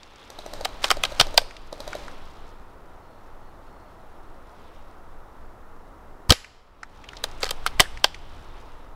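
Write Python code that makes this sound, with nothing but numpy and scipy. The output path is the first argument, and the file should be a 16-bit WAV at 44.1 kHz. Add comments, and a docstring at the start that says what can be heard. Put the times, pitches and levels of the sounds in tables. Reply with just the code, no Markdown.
"""A spring airsoft rifle in a forest, at arm's length from a microphone on the shooter's head.
The bolt is worked in hard clacks that ring stock and steel; after a long wait the piston thumps out
one shot, and the bolt is worked again. Some way off an electric airsoft gun ticks through three bursts;
both guns echo off the trunks. Cloth rustles close by, a far bird whistles, and air hums in the trees
and buffets the microphone, whose gain ducks after the shot."""
import sys
import numpy as np
from scipy import signal
from scipy.io import wavfile
from scipy.ndimage import uniform_filter1d, minimum_filter1d

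SR = 44100
rng = np.random.default_rng(int(sys.argv[2]) if len(sys.argv) > 2 else 0)


def transcribe(u):
    """Save the signal u as a 16-bit wav file named by the first command-line argument.

    u: samples, shape (n,) or (channels, n), limited to [-1, 1]; the rate is SR.
    q: integer samples, one column per channel.
    """
    v = np.clip(np.atleast_2d(u).T, -1, 1)
    q = np.round(v * 32767).astype(np.int16)
    wavfile.write(sys.argv[1], SR, q)


N = 394694
TIME = np.arange(N) / SR
AGE = TIME[:4096]   # seconds since a blow
APPROACH = 256   # samples in which two faces graze before they meet
SHOT_S = 6.306


# Bands of the rifle's stock, receiver, cylinder and edges: boundary_hz
PART_BOUNDS = [0, 1000, 2700, 6000, 20000]
# Blows in the rifle, at arm's length: the bolt; sear, piston and rebound at the shot; the bolt again.
# start_s, level_db, pitch_hz, ring_db, stock_db, edge_db, chatter_s (ring, stock, edge relative to level)
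RIFLE_BLOWS = [(0.6485, -30, 3920, 3.5, -26, -6.5, 0.0023), (0.6513, -21, 2170, -11, 0.5, -9.5, 0.0038),
               (0.842, -15.5, 3560, -4.5, -4, -18, 0.0025), (0.9041, -11, 1540, -15, -12.5, -13, 0.00088),
               (0.9129, -14, 1330, -2, -2.5, -7, 0.0016), (1.036, -14.5, 2540, -5.5, -10.5, -10, 0.0018),
               (1.051, -21, 3860, -7, -9, -15, 0.0028), (1.1976, -6.5, 3060, -16.5, -11, -14.5, 0.007),
               (1.2101, -9, 3600, -14, -6, -11, 0.0025), (1.377, -7, 4680, 0, -2.5, -8, 0.0021),
               (6.295, -21.5, 3340, -17.5, 1.5, -4, .002), (6.3037, -4.5, 5300, -16, -12, -10, 0.0043),
               (6.322, -13, 3840, -3.5, -7, -7.5, .0012), (7.2394, -21, 3910, -4, -3.5, -5.5, .002),
               (7.4303, -17, 1820, -16, -4, -28, 0.0021), (7.4635, -31, 1850, -5, -1.5, -28, 0.0036),
               (7.4903, -26.5, 3130, -20, -13, -15, 0.0024), (7.508, -22, 4780, -8, -4, -4.5, 0.0035),
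               (7.6635, -19, 1326, 2.5, -11.5, -8, 0.0037), (7.673, -28, 4260, -8, -11, -11, 0.0017),
               (7.7972, -10.5, 2010, -1.5, -6, -17, .0008), (7.8024, -6.5, 3410, -5.5, -3.5, -5, 0.0021),
               (8.0429, -7, 3214, -1.5, -3.5, -13, 0.0019)]

def rifle_clacks(bounce_s=0.0033, bounce_db=-3.5, dulling_db=4.5, steel_db_per_octave=4, even_hz=2160):
    """Each blow and its duller bounce ring the rifle's four parts; where it lands, one pitch rings on."""
    out = np.zeros(N)
    spread = np.sqrt(0.005 * SR / len(AGE))   # a blow's level is its energy spread over 5 ms
    for start_s, level_db, pitch_hz, ring_db, stock_db, edge_db, chatter_s in RIFLE_BLOWS:
        hit, bounce = (impact(chatter=0.29, chatter_s=chatter_s, rattle_db=-18.5, rattle_s=0.011,
                              graze_db=-21, graze_s=0.0025) for _ in range(2))
        bounce = np.pad(bounce, (round(bounce_s * SR), 0))[:len(hit)]
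        # the higher the pitch, the more steel cylinder and the less receiver
        steel = from_db(steel_db_per_octave * np.log2(pitch_hz / even_hz))
        receiver = 0.75 / np.hypot(1, steel)
        cylinder = 0.96 * steel / np.hypot(1, steel)
        for part, gain in enumerate([from_db(stock_db), receiver, cylinder, from_db(edge_db)]):
            force = hit + from_db(bounce_db - dulling_db * part) * bounce
            ring = rifle_ring(force, PART_BOUNDS[part], PART_BOUNDS[part + 1])
            add(out, start_s - APPROACH / SR, from_db(level_db) * gain * spread * rms_one(ring))
        add(out, start_s, from_db(level_db + ring_db) * spread * rms_one(swing(pitch_hz, t60_s=0.016)))
    return butterworth(out + 1e-18, 2, 430, "high")   # the slim stock radiates little bass


# The rifle's resonances, heard close: pitch_hz, width_hz, level_db
RIFLE_MODES = [(488, 190, -5.5), (757, 95, -1.5), (890, 540, -2.5), (1260, 120, 0), (1584, 110, -4),
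               (2010, 230, -1), (2260, 460, 0.5), (3159, 200, 0.5), (3610, 150, -3), (3990, 400, -1.5),
               (4627, 410, -1), (5420, 260, -4.5), (5870, 570, -5.5), (6300, 1000, 0.5), (6900, 380, -2.5),
               (8370, 1800, -0.5), (11900, 1900, -6), (14100, 1700, -9)]

def rifle_ring(force, low_hz, high_hz, detune=0.01):
    """The modes within one band; they shift a little with the bolt's position and the point of contact."""
    shifts = np.exp(detune * rng.standard_normal(len(RIFLE_MODES)))
    return sum((-1) ** k * from_db(level_db) * resonate(force, pitch_hz * shifts[k], width_hz)
               for k, (pitch_hz, width_hz, level_db) in enumerate(RIFLE_MODES)
               if low_hz < pitch_hz <= high_hz)


# Jolts of the whole rifle, just below the microphone: start_s, pitch_hz, level_db, t60_s
RIFLE_JOLTS = [(1.198, 110, -16.5, 0.015), (1.208, 136.3, -16.5, 0.029), (6.294, 68.6, -9, 0.097),
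               (6.308, 94, 0, 0.023), (6.316, 260, -10, 0.025), (6.3205, 495, -9.5, 0.032),
               (7.433, 427, -23.5, 0.04), (7.8, 129, -10.5, 0.024), (7.8046, 324, -18.5, 0.032)]

def rifle_thumps():
    """The piston and the bolt hit their end stops and set the whole rifle swinging."""
    out = np.zeros(N)
    for start_s, pitch_hz, level_db, t60_s in RIFLE_JOLTS:
        add(out, start_s, from_db(level_db) * swing(pitch_hz, t60_s))
    return out


def spring_buzz(level_db=-17, t60_s=0.05):
    """The released spring's coils rattle briefly against the cylinder."""
    out = np.zeros(N)
    grains = rng.standard_normal(SR) * rng.exponential(1, SR)
    rattle = rms_one(rifle_ring(grains, low_hz=2000, high_hz=6000))
    add(out, SHOT_S, from_db(level_db - 60 * TIME[:SR] / t60_s) * rattle)
    return out


def muzzle_puff(drive_db=9.5, decay_s=0.0091, band_hz=(1500, 6000), notch_hz=8550):
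    """Air bursts out behind the pellet; the barrel hollows one band out of its hiss."""
    out = np.zeros(N)
    puff = from_db(drive_db) * np.exp(-AGE / decay_s) * rng.standard_normal(len(AGE))
    puff = butterworth(puff, 1, band_hz, "band")
    puff = butterworth(puff, 4, 12000)
    add(out, SHOT_S, signal.lfilter(*signal.iirnotch(notch_hz, Q=2.9, fs=SR), puff))
    return out


# The bolt travelling in its tube, close by: start_s, length_s, level_db
BOLT_STROKES = [(0.818, 0.076, -32.5), (1.066, 0.22, -51), (7.408, 0.08, -35)]

def bolt_slides(body_hz=1200, steel_hz=3800):
    """The bolt scrapes along in gritty slips; the hand on it damps the ring to two broad humps."""
    out = np.zeros(N)
    for start_s, length_s, level_db in BOLT_STROKES:
        force = friction(length_s, grain_db=5.5)
        rub = 1.7 * resonate(force, body_hz, width_hz=1400) + resonate(force, steel_hz, width_hz=1900)
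        add(out, start_s, from_db(level_db) * rms_one(butterworth(rub, 1, 8500)))
    return out


# Hands and kit near the microphone, and the pellet landing after the shot: start_s, level_db, pitch_hz
LIGHT_TAPS = [(0.031, -17.5, 4070), (0.158, -26, 5400), (1.509, -31, 1910), (1.5662, -28, 2850),
              (1.93, -20, 1320), (2.0806, -29, 1250), (6.445, -23.5, 1850), (6.8311, -18, 1380),
              (7.041, -32, 2200), (7.088, -27.5, 2760), (7.133, -28.5, 1690), (7.1686, -27, 3800),
              (7.405, -29, 6900), (7.973, -26, 1980), (8.1449, -23.5, 2430)]

def light_taps(width_share=0.7, click_db=-10):
    """Small, soft, well-damped knocks, each with a pitch of its own and a faint click."""
    def hump(force, hz, width_hz):
        return rms_one(resonate(resonate(force, hz, width_hz), hz, width_hz))
    out = np.zeros(N)
    for start_s, level_db, pitch_hz in LIGHT_TAPS:
        force = impact(chatter=0.56, chatter_s=0.0038, rattle_db=-14, rattle_s=0.0082,
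                       graze_db=-36.5, graze_s=0.00092)
        tap = hump(force, pitch_hz, width_share * pitch_hz)
        tap += from_db(click_db) * hump(force, hz=3600, width_hz=4500)
        add(out, start_s - APPROACH / SR, from_db(level_db) * tap / np.abs(tap).max())
    return butterworth(out + 1e-18, 2, 8000)


# Kit and rifle parts settling on the shooter: start_s, length_s, pitch_hz, level_db
KIT_SQUEAKS = [(0.165, 0.088, 3380, -49), (7.815, 0.06, 1650, -42)]

def kit_squeaks(width_share=0.28):
    """Parts that rub as they settle sound one rough pitch."""
    out = np.zeros(N)
    for start_s, length_s, pitch_hz, level_db in KIT_SQUEAKS:
        add(out, start_s, from_db(level_db) * wavering_tone(length_s, pitch_hz, width_share * pitch_hz))
    return out


# Another player's gun, some way off among the trees: start_s, shots, first_cycle_s, gain_db
DISTANT_BURSTS = [(0.301, 5, .086, 3.5), (0.968, 7, .0778, -1), (1.726, 4, .0765, 1.5)]

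def electric_gun(cycle_s=0.0738, tick_db=-22.5, pop_db=-28, whirr_db=-52.5, run_on_s=0.18):
    """A motor fires evenly after a slower first cycle: a tick and a hollow pop a shot, over gear whirr."""
    out = np.zeros(N)
    for start_s, shots, first_cycle_s, gain_db in DISTANT_BURSTS:
        shot_times = [start_s, *(start_s + first_cycle_s + cycle_s * np.arange(shots - 1))]
        for shot_s in shot_times:
            tick = plastic_ring(impact(chatter=0.4, chatter_s=0.0017, rattle_db=-21, rattle_s=0.02,
                                       graze_db=-12.5, graze_s=0.002))
            tick /= np.abs(tick).max()
            add(out, shot_s - APPROACH / SR + 0.002, from_db(gain_db + tick_db) * tick)
            add(out, shot_s, from_db(gain_db + pop_db) * swing(pitch_hz=650, t60_s=0.02))
        whirr = plastic_ring(friction(shot_times[-1] - start_s + run_on_s, grain_db=3.5))
        add(out, start_s, from_db(gain_db + whirr_db) * rms_one(whirr))
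    return out


# The electric gun's resonances, heard from a distance: pitch_hz, width_hz, level_db
PLASTIC_MODES = [(590, 99, 19.5), (1510, 300, -7), (3255, 230, -5), (3920, 390, 10.5), (4682, 400, -2),
                 (5773, 170, -5), (8000, 300, -10.5), (11400, 560, -6)]

def plastic_ring(force):
    """A force rings the electric gun's hollow plastic body."""
    ring = sum(from_db(level_db) * resonate(force, pitch_hz, width_hz)
               for pitch_hz, width_hz, level_db in PLASTIC_MODES)
    return butterworth(ring, 2, 12000)


# Colour of what the forest sends back to the microphone: frequency_hz, gain_db
ECHO_COLOUR = [(200, -3), (2300, 2), (3500, -1.5), (10000, 1.5), (15000, -7.5)]

def forest_echo(x, near_db=-26, near_t60_s=0.21, far_db=-29.5, far_t60_s=1.0, air_hz=11000, frame=256):
    """Ground and near trunks scatter a quick wash, far trunks a faint long one that loses its treble."""
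    def linger(power, level_db, t60_s):
        keep = from_db(-60 * frame / SR / t60_s)
        return from_db(level_db) ** 2 * signal.lfilter([1 - keep], [1, -keep], power)
    bands_hz, _, spectrum = signal.stft(np.pad(x, (frame, 0))[:N], SR, nperseg=frame)
    powers = uniform_filter1d(np.abs(spectrum) ** 2, size=3, axis=0).clip(0) + 1e-20
    tails = np.array([linger(power, near_db, near_t60_s)
                      + linger(power, far_db, far_t60_s / (1 + (hz / air_hz) ** 2))
                      for hz, power in zip(bands_hz, powers)])
    # countless paths blur each sound into noise of its own colour
    wash = signal.stft(rng.standard_normal(N), SR, nperseg=frame)[2]
    colour = from_db(np.interp(bands_hz, *np.transpose(ECHO_COLOUR)))[:, None]
    return signal.istft(colour * np.sqrt(tails) * wash / wash.std(), nperseg=frame)[1][:N]


# How briskly the shooter moves under the microphone, as the level of cloth: time_s, level_db
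SHOOTER_MOVEMENT = [(0, -40), (.6, -50.5), (1.25, -46.5), (1.6, -58), (1.95, -47), (2.2, -53.5),
                    (2.52, -59.5), (2.66, -67.5), (4.4, -67), (4.65, -60.5), (5.1, -69), (6.3, -72.5),
                    (6.7, -62.5), (7.3, -52), (7.9, -51), (8.2, -55), (8.7, -57.5), (8.95, -67)]
# Clothing, heard close: frequency_hz, density_db
CLOTH_SPECTRUM = [(900, 0), (2000, 2.5), (3400, 1.5), (5000, -8.5), (7000, -18), (15000, -25)]

def cloth_rustle(rustle_db=-1, crinkle_db=-11.5, snaps_per_s=90, snap_s=0.002, snap_hz=4200):
    """Cloth rubs and its folds snap at random, both louder as the shooter moves."""
    rustle = wavering_noise(CLOTH_SPECTRUM, depth_db=1.3, rate_hz=40)
    snaps = 1.0 * (rng.random(N) < snaps_per_s / SR)
    force = signal.lfilter([1], [1, -np.exp(-1 / (snap_s * SR))], snaps + 1e-18) * rng.standard_normal(N)
    crinkles = rms_one(resonate(resonate(force, snap_hz, width_hz=3500), snap_hz, width_hz=7000))
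    return gain_curve(SHOOTER_MOVEMENT) * (from_db(rustle_db) * rustle + from_db(crinkle_db) * crinkles)


# Air stirred at the microphone as the head turns: time_s, level_db
HEAD_AIRFLOW = [(0, -42.5), (1.25, -33), (1.65, -40.5), (2.1, -37.5), (2.8, -43.5), (6.7, -43),
                (7.8, -31.5), (8.1, -33.5), (8.95, -40)]
# Its rumble, right on the microphone: frequency_hz, density_db
BUFFET_SPECTRUM = [(11, 2), (25, -15.5), (45, -19.5), (90, -30), (200, -43.5)]

def microphone_buffet():
    """Moving air buffets the microphone with a low, uneven rumble."""
    return gain_curve(HEAD_AIRFLOW) * wavering_noise(BUFFET_SPECTRUM, depth_db=0.45, rate_hz=22)


# The forest all around, a dull hum and a faint hiss: frequency_hz, density_db
HUM_SPECTRUM = [(40, 2), (80, 5.5), (150, -3), (280, 1.5), (600, 0.5), (920, 2), (1300, -2), (1800, -14),
                (2500, -29.5), (4000, -32)]
HISS_SPECTRUM = [(2000, 0.5), (15000, -6)]

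def forest_air(hum_db=-49.5, hiss_db=-71, swish_db=2):
    """Air hums steadily in the trees; the shooter's movement adds a dull swish of the same colour."""
    hum_gain = np.hypot(from_db(hum_db), from_db(swish_db) * gain_curve(SHOOTER_MOVEMENT))
    hum = hum_gain * wavering_noise(HUM_SPECTRUM, depth_db=0.2, rate_hz=5)
    hiss = from_db(hiss_db) * wavering_noise(HISS_SPECTRUM, depth_db=0.5, rate_hz=1)
    return hum + hiss


# A bird far off in the forest: start_s, length_s, pitch_hz
BIRD_WHISTLES = [(3.01, 0.2, 4290), (3.41, 0.11, 4310), (3.63, 0.29, 4320)]

def far_bird(level_db=-78, width_hz=110):
    """Distance blurs each whistle into a faint, wavering line."""
    out = np.zeros(N)
    for start_s, length_s, pitch_hz in BIRD_WHISTLES:
        add(out, start_s, from_db(level_db) * wavering_tone(length_s, pitch_hz, width_hz))
    return out


def impact(chatter, chatter_s, rattle_db, rattle_s, graze_db, graze_s):
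    """Force of one blow: a brief graze, a click, chattering faces and a faint rattle of loose parts."""
    grains = rng.standard_normal(len(AGE)) * rng.exponential(1, len(AGE))
    envelope = np.exp(-(AGE / chatter_s) ** 2) + from_db(rattle_db) * np.exp(-AGE / rattle_s)
    force = chatter * grains * envelope
    force[0] += 1   # the click
    graze = np.diff(rng.standard_normal(APPROACH + 1)) * np.exp(-AGE[:APPROACH][::-1] / graze_s)
    return np.concatenate([from_db(graze_db) * graze, force[:-APPROACH]])


def friction(length_s, grain_db, slip_samples=64):
    """Force of one rubbing stroke: noise that swells and fades, its strength jumping with every slip."""
    size = round(length_s * SR)
    push = np.sqrt(np.abs(np.sin(np.linspace(0, np.pi, size))))
    slips = np.repeat(rng.standard_normal(size), slip_samples)[:size]
    return push * from_db(grain_db * slips) * rng.standard_normal(size)


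def swing(pitch_hz, t60_s):
    """A damped sine, the free swing of one mode."""
    return -from_db(-60 * AGE / t60_s) * np.sin(2 * np.pi * pitch_hz * AGE)


def resonate(x, hz, width_hz):
    """Two-pole resonance that passes the same noise power at any width."""
    radius = np.exp(-np.pi * width_hz / SR)
    angle = 2 * np.pi * hz / SR
    feedback = [1, -2 * radius * np.cos(angle), radius ** 2]
    return signal.lfilter(np.sqrt(1 - radius ** 2) * np.array([1, 0, -1]), feedback, x + 1e-18)


def wavering_tone(length_s, pitch_hz, width_hz):
    """Grainy noise narrowed to one unsteady pitch; rms 1."""
    force = friction(length_s, grain_db=4)
    return rms_one(resonate(resonate(force, pitch_hz, width_hz), pitch_hz, width_hz))


def wavering_noise(spectrum, depth_db, rate_hz):
    """Noise whose half-octave bands swell and fade on their own; rms 1."""
    hz, density_db = np.transpose(spectrum)
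    edges_hz = 11 * 2 ** (np.arange(22) / 2)
    white = rng.standard_normal((2, N + SR // 2))
    out = np.zeros(N)
    for k, (low, high) in enumerate(zip(edges_hz, edges_hz[1:])):
        if high > hz[0] and low < hz[-1]:
            band = butterworth(white[k % 2], 2, [low, high], "band")[-N:]
            band_db = np.interp(np.log(np.sqrt(low * high)), np.log(hz), density_db)
            drift = np.interp(TIME * rate_hz, np.arange(512), rng.standard_normal(512))
            out += band * from_db(band_db + depth_db * drift)
    return rms_one(out)


def butterworth(x, order, hz, kind="low"):
    """Low-, high- or band-pass filter."""
    return signal.sosfilt(signal.butter(order, hz, kind, fs=SR, output="sos"), x)


def from_db(db):
    """Decibels to gain."""
    return 10 ** (np.asarray(db) / 20)


def rms_one(x):
    """Scale to rms 1."""
    return x / np.sqrt(np.mean(x ** 2) + 1e-20)


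def gain_curve(rows):
    """Rows of time_s, level_db to one gain per sample."""
    return from_db(np.interp(TIME, *np.transpose(rows)))


def add(out, start_s, sound):
    """Mix a sound in at a time."""
    i = max(0, round(start_s * SR))
    out[i:i + len(sound)] += sound[:N - i]


def scene():
    """One microphone among the trees: the rifle close, the electric gun further off, cloth and air."""
    rifle = rifle_clacks() + bolt_slides() + light_taps() + kit_squeaks() + spring_buzz()
    distant = electric_gun()
    puff = muzzle_puff()
    background = forest_air() + cloth_rustle() + microphone_buffet()
    # the muzzle points away, so its puff is heard mostly as echo; the distant gun has more echo too
    direct = rifle + rifle_thumps() + distant + from_db(-25) * puff
    echo = forest_echo(rifle + from_db(14.5) * distant + puff)
    return (direct + echo + background + far_bird())[None]


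def gain_control(x, bass_hz=860, threshold_db=-23, window_s=0.043, attack_s=0.097, hold_s=0.31,
                 recover_db_per_s=27, start_duck_db=16):
    """Heavy bass turns the gain down; it holds, then climbs back. It is still recovering at the start."""
    window, hold = round(window_s * SR), round(hold_s * SR)
    bass = butterworth(x, 2, bass_hz)
    power = np.abs(uniform_filter1d(bass ** 2, window, origin=(window - 1) // 2))
    over_db = np.maximum(10 * np.log10(power + 1e-12) - threshold_db, 0)
    held_db = -minimum_filter1d(-over_db, hold, origin=(hold - 1) // 2, mode="nearest")
    climb_db = recover_db_per_s * TIME
    target_db = np.maximum.accumulate(held_db + climb_db) - climb_db
    keep = np.exp(-1 / (attack_s * SR))
    duck_db = signal.lfilter([1 - keep], [1, -keep], target_db)
    return from_db(-np.maximum(duck_db, start_duck_db - climb_db))


def record(dry, overload=1.15, cutoff_hz=15700):
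    """The gain ducks after the shot, the hardest blows overload the microphone, and the top is cut."""
    clipped = np.clip(dry * gain_control(dry[0]), -overload, overload)
    return signal.sosfilt(signal.ellip(10, 0.1, 80, cutoff_hz, fs=SR, output="sos"), clipped)


dry = scene()
out = record(dry)
transcribe(out)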